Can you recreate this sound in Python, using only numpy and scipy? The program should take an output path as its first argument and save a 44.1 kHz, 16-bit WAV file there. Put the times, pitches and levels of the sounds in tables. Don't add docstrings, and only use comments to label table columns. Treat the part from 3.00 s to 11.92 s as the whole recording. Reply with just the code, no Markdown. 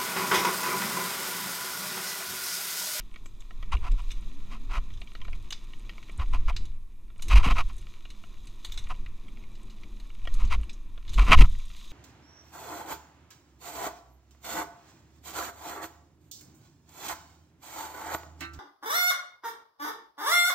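import sys
import numpy as np
from scipy import signal
from scipy.fft import rfft, irfft, next_fast_len
from scipy.io import wavfile
from scipy.ndimage import uniform_filter1d, map_coordinates

SR = 44100
rng = np.random.default_rng(int(sys.argv[2]) if len(sys.argv) > 2 else 0)


def int16_out(signal):
    q = np.round(np.clip(np.atleast_2d(signal).T, -1, 1) * 32767)
    wavfile.write(sys.argv[1], SR, q.astype(np.int16))


N = 393372


def amp(db):
    return 10 ** (np.asarray(db) / 20)


def unit(x):
    return x / np.sqrt(np.mean(x ** 2) + 1e-20)


def noise():
    return rng.standard_normal(N)


def curves(rows):
    times, *columns = np.transpose(rows)
    return [np.interp(np.arange(N) / SR, times, column) for column in columns]


def plateau(start, end, attack, release):
    return np.interp(np.arange(N) / SR, [start - attack, start, end, end + release], [0, 1, 1, 0])


def wobble(rate, size=N):
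    knots = rng.standard_normal(int(size * rate / SR) + 4)
    return map_coordinates(knots, [np.arange(size) * rate / SR])


def filtered(x, response):
    size = x.shape[-1]
    padded = next_fast_len(size + 4096)
    spectrum = rfft(x, padded) * response(np.fft.rfftfreq(padded, 1 / SR))
    return irfft(spectrum, padded)[..., :size]


def coloured(x, spectrum):
    f, db = np.transpose(spectrum)
    return unit(filtered(x, lambda hz: amp(np.interp(np.log(hz + 1), np.log(f), db, right=-np.inf))))


def ring(x, modes):
    def response(f):
        total = 0
        for k, (centre, width, db) in enumerate(modes):
            damping = 1j * f * width
            total = total + (-1) ** k * amp(db) * damping / (centre ** 2 - f ** 2 + damping)
        return total
    return filtered(x, response)


def struck(modes, spread_db):
    return [(hz, width, db + spread_db * rng.standard_normal()) for hz, width, db in modes]


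def three_bands(x, low_hz, high_hz):
    cuts = [(low_hz, "lowpass"), ([low_hz, high_hz], "bandpass"), (high_hz, "highpass")]
    filters = [signal.butter(3, hz, kind, fs=SR, output="sos") for hz, kind in cuts]
    return [signal.sosfiltfilt(sos, x, padlen=0) for sos in filters]


def grains(rate, spread_db, size=N):
    chance, strength = rng.random(size), rng.standard_normal(size)
    sign = rng.choice([-1, 1], size)
    return unit((chance < rate / SR) * sign * amp(spread_db * np.minimum(strength, 2.5)))


def add(track, s, sound):
    start = max(round(s * SR), 0)
    track[start:start + len(sound)] += sound[:max(N - start, 0)]


# f/Hz, level/dB per Hz (relative)
HISS_SPECTRUM = [(300, 1), (3000, -1.5), (9000, 1), (12000, 0), (14500, -1), (15500, -3)]


def hiss():
    return amp(-76.5) * coloured(noise(), HISS_SPECTRUM)


# f/Hz, level/dB per Hz (relative)
AIR_SPECTRUM = [(10, 0), (25, -8), (55, -23), (200, -29), (500, -44), (2000, -65)]


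def air():
    return amp(-59.0) * coloured(rng.standard_normal((2, N)), AIR_SPECTRUM)


# start t/s, crest t/s, end t/s, rumble rise level/dB, sway rise level/dB
ROUGH_STRETCHES = [(0.49, 0.77, 1.27, 20, 12.5), (1.0, 1.4, 1.84, 4, 10), (1.65, 1.787, 2.1, 11.5, 8.5),
                   (2.15, 2.277, 2.58, 15, 10), (3.092, 3.406, 3.88, 21.5, 16), (4.161, 4.38, 4.87, 31, 22),
                   (5.144, 5.333, 5.5, 7.5, -0.5), (5.618, 5.935, 6.23, 13.5, 8),
                   (7.157, 7.457, 7.68, 26, 22), (8.06, 8.282, 8.73, 28.5, 21)]
ROUNDNESS = 0.56


def roughness():
    peaks = np.array([plateau(crest, crest, crest - start, end - crest)
                      for start, crest, end, _, _ in ROUGH_STRETCHES])
    domed = peaks * (1 + ROUNDNESS * (1 - peaks))
    return np.array(ROUGH_STRETCHES)[:, 3:].T @ domed


def rocking(spectrum, size):
    x = coloured(noise(), spectrum)
    power = np.abs(signal.hilbert(x)) ** 2
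    swell = np.sqrt(np.abs(uniform_filter1d(power, size=size)))
    return unit(x / (swell + 0.15))


# f/Hz, level/dB per Hz (relative)
SWAY_SPECTRUM = [(5, -4), (11, 0), (20, -3.5), (32, -10), (46, -20), (64, -35), (100, -60)]
RUMBLE_SPECTRUM = [(38, -9.5), (56, -3.5), (80, 0.5), (102, -9), (145, -20), (190, -22), (300, -37.5),
                   (600, -61)]
CALM_SWAY_DB, CALM_RUMBLE_DB = -37.5, -61
OVERLOAD_S, OVERLOAD_HALF_S, OVERLOAD_DB = 8.405, 0.049, -7.5


def shaking():
    rumble_db, sway_db = roughness()
    t = np.arange(N) / SR
    jar = amp(OVERLOAD_DB) * np.exp(-((t - OVERLOAD_S) / OVERLOAD_HALF_S) ** 2)
    sway = amp(CALM_SWAY_DB + sway_db + 1.15 * wobble(5.4)) + jar
    rumble = amp(CALM_RUMBLE_DB + rumble_db + 3.2 * wobble(11)) + amp(-9) * jar
    return sway * rocking(SWAY_SPECTRUM, size=4000) + rumble * rocking(RUMBLE_SPECTRUM, size=1800)


# middle t/s, swing f/Hz, heave level/dB, half length t/s, thud level/dB
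CHEST_HEAVES = [(0.755, 50.7, -18.5, 0.022, -44), (0.928, 28.4, -13.5, 0.031, -48.5),
                (1.784, 48, -26.5, 0.017, -51), (3.202, 65, -21, 0.014, -45.5),
                (3.348, 30, -15, 0.015, -49.5), (3.49, 54, -24, 0.018, -54), (4.36, 45.4, -5, 0.029, -36.5),
                (4.473, 50, -17, 0.016, -30.5), (4.523, 30, -11.5, 0.015, -35),
                (7.451, 50.4, -19, 0.015, -42), (7.581, 52.5, -23.5, 0.059, -52),
                (8.207, 43, -10, 0.037, -39.5), (8.315, 24.9, -24, 0.03, -27.5),
                (8.41, 31, 2.5, 0.017, -22)]
# f/Hz, level/dB per Hz (relative)
THUD_SPECTRUM = [(70, -8), (110, -5), (145, 7), (180, -2), (260, 1.5), (340, -11.5), (450, -9.5),
                 (650, -25), (1000, -48)]


def heaves():
    swings, thud_level = np.zeros(N), np.zeros(N)
    t = np.arange(-SR // 8, SR // 8) / SR
    for s, hz, db, half_length, thud_db in CHEST_HEAVES:
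        push = np.exp(-(t / half_length) ** 2)
        add(swings, s + t[0], amp(db) * push * np.sin(2 * np.pi * hz * t))
        add(thud_level, s + t[0], amp(thud_db) * push)
    return swings + thud_level * coloured(noise(), THUD_SPECTRUM)


# start t/s, swell t/s, fade t/s, body level/dB (rms over the stroke), rasp level/dB re body
CASE_SCRAPES = [(0.713, 0.0082, 0.04, -36.5, -6), (0.814, 0.055, 0.027, -45, -9),
                (0.972, 0.025, 0.014, -51.5, -7.5), (1.498, 0.019, 0.067, -52.5, -5),
                (1.692, 0.071, 0.031, -41.5, -6), (3.183, 0.032, 0.029, -43.5, -9.5),
                (3.324, 0.013, 0.035, -40.5, -7.5), (3.476, 0.01, 0.03, -38.5, -6.5),
                (4.293, 0.034, 0.023, -33.5, -1), (4.348, 0.017, 0.027, -35.5, 3),
                (4.38, 0.021, 0.024, -40.5, -8), (4.424, 0.022, 0.049, -34, -2.5),
                (4.495, 0.013, 0.025, -32.5, -4), (4.55, 0.041, 0.035, -34, -4.5),
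                (4.682, 0.015, 0.021, -55, -6), (5.891, 0.016, 0.024, -40.5, -9.5),
                (7.386, 0.017, 0.07, -51, -6), (7.5, 0.02, 0.04, -37.5, -2.5),
                (8.176, 0.013, 0.013, -30.5, -4.5), (8.197, 0.017, 0.042, -41.5, -2.5),
                (8.258, 0.023, 0.061, -35, -5.5), (8.307, 0.02, 0.026, -17.5, -0.5),
                (8.372, 0.033, 0.026, -34.5, 5.5), (8.418, 0.027, 0.016, -42.5, -9)]
# f/Hz, width f/Hz, level/dB
CASE_MODES = [(252, 56, -20), (714, 86, -7.5), (794, 89, -8.5), (1005, 106, 1), (1123, 129, 1),
              (1266, 160, 0), (1435, 180, -8.5), (1840, 61, -8.5), (1986, 446, -4), (2470, 408, -0.5),
              (2866, 273, -3), (3194, 112, -6), (3900, 430, -12.5), (4820, 490, -14), (6220, 900, -19),
              (8800, 2600, -27.5), (13100, 4000, -35.5)]
FIZZ_DB, FIZZ_DULLS, MEDIUM_SCRAPE_DB = -10.5, 0.31, -36


def scrapes():
    track = np.zeros(N)
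    for start, swell, fade, db, rasp_db in CASE_SCRAPES:
        crest, end = start + swell, start + swell + fade
        fizz_db = rasp_db + FIZZ_DB - FIZZ_DULLS * (db - MEDIUM_SCRAPE_DB)
        t = start + np.arange(SR // 6) / SR
        knots = [start, start + 0.0016, crest, (crest + end) / 2, end]
        pressure = np.interp(t, knots, [0.095, 0.12, 0.86, 0.59, 0])
        slips = pressure * grains(rate=2100, spread_db=2.5, size=len(t))
        slips = slips * amp(1.5 * wobble(152, size=len(t)))
        body, rasp, fizz = three_bands(ring(slips, CASE_MODES), 1500, 3990)
        stroke = unit(body) + amp(rasp_db) * unit(rasp) + amp(fizz_db) * unit(fizz)
        add(track, start, amp(db) * stroke * np.sqrt(abs(end - start) / (t[-1] - t[0])))
    return track


# take-off t/s, touch-down t/s, fall of the hum level/dB,
# fall of the leaves level/dB (dirt falls half as far)
TRAIL_JUMPS = [(3.637, 4.204, 4.5, 12), (7.648, 8.1, 3.5, 8)]
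UNLOAD_S, RELOAD_S = 0.19, 0.05


def aloft():
    return np.array([plateau(off + UNLOAD_S, down - RELOAD_S, UNLOAD_S, RELOAD_S)
                     for off, down, _, _ in TRAIL_JUMPS])


def faint(db, colour_db, count):
    spread_db = 2.5
    rows = [(u * N / SR, db + spread_db * (2 * v - 1), colour_db + spread_db * (2 * w - 1))
            for u, v, w in rng.random((count, 3))]
    return [row for row in rows if not any(off < row[0] < down for off, down, _, _ in TRAIL_JUMPS)]


def contacts(rows, modes, low_hz, high_hz, attack, t60, tail_db, tail_t60):
    track, t = np.zeros(N), np.arange(SR // 6) / SR
    for s, db, low_db, high_db in rows:
        decay = amp(-60 * t / t60) + amp(tail_db - 60 * t / tail_t60)
        force = (1 - np.exp(-t / attack)) * decay
        answer = ring(force * rng.standard_normal(len(t)), struck(modes, spread_db=3.5))
        low, middle, high = three_bands(answer, low_hz, high_hz)
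        hit = amp(low_db) * unit(low) + unit(middle) + amp(high_db) * unit(high)
        peak = np.sqrt(uniform_filter1d(hit ** 2, size=128).max())
        add(track, s, amp(db) * hit / peak)
    return track


RATTLE_DB = -6.5
# t/s, peak level/dB before RATTLE_DB, jingle level/dB re its middle
CHAIN_SLAPS = [(0.2576, -47, 12), (0.4038, -46.5, 1), (0.915, -43, -3), (1.105, -35.5, -15),
               (1.115, -34, -7.5), (2.505, -29, -6), (2.5237, -25.5, -15), (3.5632, -27.5, -12.5),
               (3.6532, -43.5, -7), (4.2213, -32.5, 1), (4.2825, -32.5, -4), (4.7803, -47, 2),
               (5.1023, -40.5, -11), (5.47, -44, -4), (5.6467, -29, -9.5), (5.657, -43, 2),
               (5.7195, -30.5, -4.5), (5.74, -40, -8), (5.775, -28.5, -10), (5.7868, -38, -7),
               (5.839, -45.5, -12), (7.3393, -38.5, 4), (7.4496, -42, -3), (7.694, -36.5, -13),
               (7.7303, -47, 4), (8.078, -41.5, -25), (8.092, -38.5, -6), (8.1328, -36, -5),
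               (8.14, -34, -4), (8.7638, -44, -6)]
# f/Hz, width f/Hz, level/dB
STAY_MODES = [(1160, 1100, -2.5), (2280, 390, 3.5), (2930, 78, 2.5), (3540, 260, 1.5), (4050, 240, 2),
              (4900, 390, -7.5), (6410, 610, -4.5), (7630, 400, -8), (7940, 390, -10), (11900, 3000, -25),
              (14300, 1800, -31)]


def slaps():
    events = [*CHAIN_SLAPS, *faint(-47, colour_db=-11, count=12)]
    rows = [(s, db, -10.5, jingle_db) for s, db, jingle_db in events]
    return amp(RATTLE_DB) * contacts(rows, STAY_MODES, 2580, 6200,
                                     attack=0.00051, t60=0.043, tail_db=-18.0, tail_t60=0.3)


# t/s, peak level/dB before RATTLE_DB, knock level/dB re its middle
FRAME_TICKS = [(0.159, -36.5, -7), (0.257, -41.5, -1), (0.5062, -39, 0), (0.626, -36.5, -1),
               (0.7675, -34, -18), (2.0157, -35, -10), (2.0722, -41, -22), (2.151, -34.5, -4),
               (2.2143, -36, -5), (2.25, -38, -2), (2.2804, -38, 5), (2.329, -34.5, -10),
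               (2.7332, -38.5, -11), (2.8932, -33, -15), (2.9792, -37.5, -3), (3.0939, -38, -4),
               (3.1961, -32.5, 4), (4.1, -51, -3), (4.1591, -52, -2), (4.1938, -43.5, -4), (4.4852, -22, 1),
               (5.0527, -39, -6), (5.237, -40, 1), (5.8693, -41.5, -5), (6.0605, -39, -16),
               (6.281, -45, -16), (6.833, -42, -19), (7.2523, -38.5, -2), (7.2723, -28, -2),
               (7.6321, -41, -6), (7.976, -41.5, -2)]
# f/Hz, width f/Hz, level/dB
FRAME_MODES = [(300, 180, -12.5), (710, 93, -8), (1038, 46, -2.5), (1330, 135, -1.5), (1885, 75, -1),
               (2295, 165, 3), (2870, 170, 1.5), (3165, 155, -1.5), (3520, 550, -6), (4330, 980, -8.5),
               (6940, 2000, -23), (10500, 4600, -32)]


def ticks():
    events = [*FRAME_TICKS, *faint(-45, colour_db=-13, count=20)]
    rows = [(s, db, knock_db, -15.5) for s, db, knock_db in events]
    return amp(RATTLE_DB) * contacts(rows, FRAME_MODES, 1360, 3900,
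                                     attack=0.00056, t60=0.02, tail_db=-21, tail_t60=0.1)


# crest t/s, half length t/s, pitch f/Hz, level/dB
KNOB_BITES = [(1.259, 0.0797, 214, -55.5), (1.37, 0.05, 289.7, -58), (1.541, 0.062, 216, -53.5),
              (1.628, 0.05, 262, -54), (6.804, 0.24, 208, -62.5), (7.731, 0.059, 216, -57.5)]
KNOB_HZ, KNOB_DB = 207, -68


def drone():
    t = np.arange(N) / SR
    plain = amp(KNOB_DB - 6.9 * aloft().sum(0))
    bites = [amp(db) * np.exp(-((t - s) / half) ** 2) for s, half, _, db in KNOB_BITES]
    swells = [plain] + bites
    pitches = [KNOB_HZ] + [pitch for _, _, pitch, _ in KNOB_BITES]
    hz = np.dot(pitches, swells) / sum(swells)
    unsteady = 1 + 0.065 * wobble(55)
    phase = 2 * np.pi * np.cumsum(hz * unsteady) / SR
    return np.linalg.norm(swells, axis=0) * amp(1.8 * wobble(30)) * unit(np.sin(phase))


# t/s, tread hum level/dB, leaf crunch level/dB, all before the trims below
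RUN_IN_LEVELS = [(0.0, -62.5, -70), (0.5, -62, -70), (0.83, -56, -65), (1.02, -61.5, -62.5),
                 (1.6, -57, -66), (1.92, -61, -66.5), (3.4, -58, -65), (3.6, -61, -70.5)]
RUN_BETWEEN_LEVELS = [(4.68, -63.5, -63.5), (5.45, -62.5, -67.5), (5.73, -61, -62), (6.09, -59.5, -69),
                      (6.65, -59, -69), (7.17, -61.5, -67.5), (7.43, -56.5, -61), (7.66, -56.5, -68)]
RUN_OUT_LEVELS = [(8.52, -67, -58), (8.666, -72, -60.5), (8.88, -64, -57)]
# start t/s, end t/s, press level/dB (scaled for each layer)
LANDING_PRESSES = [(4.295, 4.566, 11), (8.172, 8.421, 12.5)]
PRESS_S, RELAX_S = 0.067, 0.046
HUM_DB, ROLL_DB, CRUNCH_DB = 2, -3, 0.8
ROLL_GROWS = 0.15


def tyre_levels():
    tread_db, leaf_db = curves([*RUN_IN_LEVELS, *RUN_BETWEEN_LEVELS, *RUN_OUT_LEVELS])
    hum_fall_db, ground_fall_db = np.array(TRAIL_JUMPS)[:, 2:].T @ aloft()
    press_db = sum(db * plateau(start, end, PRESS_S, RELAX_S) for start, end, db in LANDING_PRESSES)
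    hum_db = HUM_DB + tread_db - hum_fall_db + 1.1 * press_db
    roll_db = ROLL_DB + (tread_db + leaf_db) / 2 - 0.5 * ground_fall_db + 0.5 * press_db
    roll_db = roll_db + ROLL_GROWS * roughness()[0]
    crunch_db = CRUNCH_DB + leaf_db - ground_fall_db + 0.66 * press_db
    return hum_db, roll_db, crunch_db


# f/Hz, width f/Hz, level/dB
LINK_MODES = [(6900, 220, -7), (8250, 130, 0), (9200, 260, -8), (10600, 350, -11)]


def debris(crunch_db):
    grit = amp(crunch_db - 4.5) * unit(ring(grains(rate=44, spread_db=6.0), FRAME_MODES))
    links = amp(crunch_db - 13) * unit(ring(grains(rate=18, spread_db=7.0), LINK_MODES))
    return grit + links


# f/Hz, level/dB per Hz (relative)
TREAD_SPECTRUM = [(70, -23.5), (100, 10), (140, -3.5), (200, 0), (270, -4), (345, -2.5), (440, -13),
                  (600, -19), (900, -19), (2000, -52)]
DIRT_SPECTRUM = [(400, -22.5), (650, -8.5), (800, -19), (980, -0.5), (1130, -1), (1350, -8.5),
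                 (1600, -16.5), (1900, -7), (2100, -14.5), (2400, -2.5), (2800, -12), (4000, -35)]
LEAF_SPECTRUM = [(900, -15.5), (1600, -20), (1950, -8.5), (2150, -14.5), (2450, -5.5), (3050, -4),
                 (3500, 3.5), (3950, 3.5), (4450, -10), (4900, -4.5), (5350, -10), (6400, -3.5),
                 (7600, -12), (10000, -18.5), (15800, -19.5)]
CRACKLE_PER_S, CRACKLE_DB = 100, -7.5


def tyres():
    hum_db, roll_db, crunch_db = tyre_levels()
    hum = amp(hum_db + 1.36 * wobble(15)) * coloured(noise(), TREAD_SPECTRUM)
    roll = amp(roll_db + 0.93 * wobble(25)) * coloured(noise(), DIRT_SPECTRUM)
    breaking = grains(rate=2000, spread_db=2) * amp(1.7 * wobble(54)) + 0.5 * noise()
    crunch = amp(crunch_db) * coloured(breaking, LEAF_SPECTRUM)
    snaps = grains(rate=CRACKLE_PER_S, spread_db=1.5)
    crackle = amp(crunch_db + CRACKLE_DB) * coloured(snaps, LEAF_SPECTRUM)
    return hum + roll + crunch + crackle + debris(crunch_db)


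# f/Hz, side level/dB re middle
STEREO_WIDTH = [(25, -23.5), (125, -55), (250, -54), (600, -71), (1200, -71.5), (2800, -65), (5500, -53),
                (12000, -36)]


def scene():
    middle = hiss() + shaking() + heaves() + scrapes() + slaps() + ticks() + drone() + tyres()
    f, db = np.transpose(STEREO_WIDTH)
    side = filtered(middle, lambda hz: 1j * amp(np.interp(np.log(hz + 1), np.log(f), db)))
    return np.array([middle + side, middle - side]) + air()


TOP_HZ = 15400


def record(dry):
    clipped = dry / (1 + np.abs(dry) ** 8) ** (1 / 8)
    return filtered(clipped, lambda hz: 1 / np.sqrt(1 + (hz / TOP_HZ) ** 160))


dry = scene()
out = record(dry)
int16_out(out)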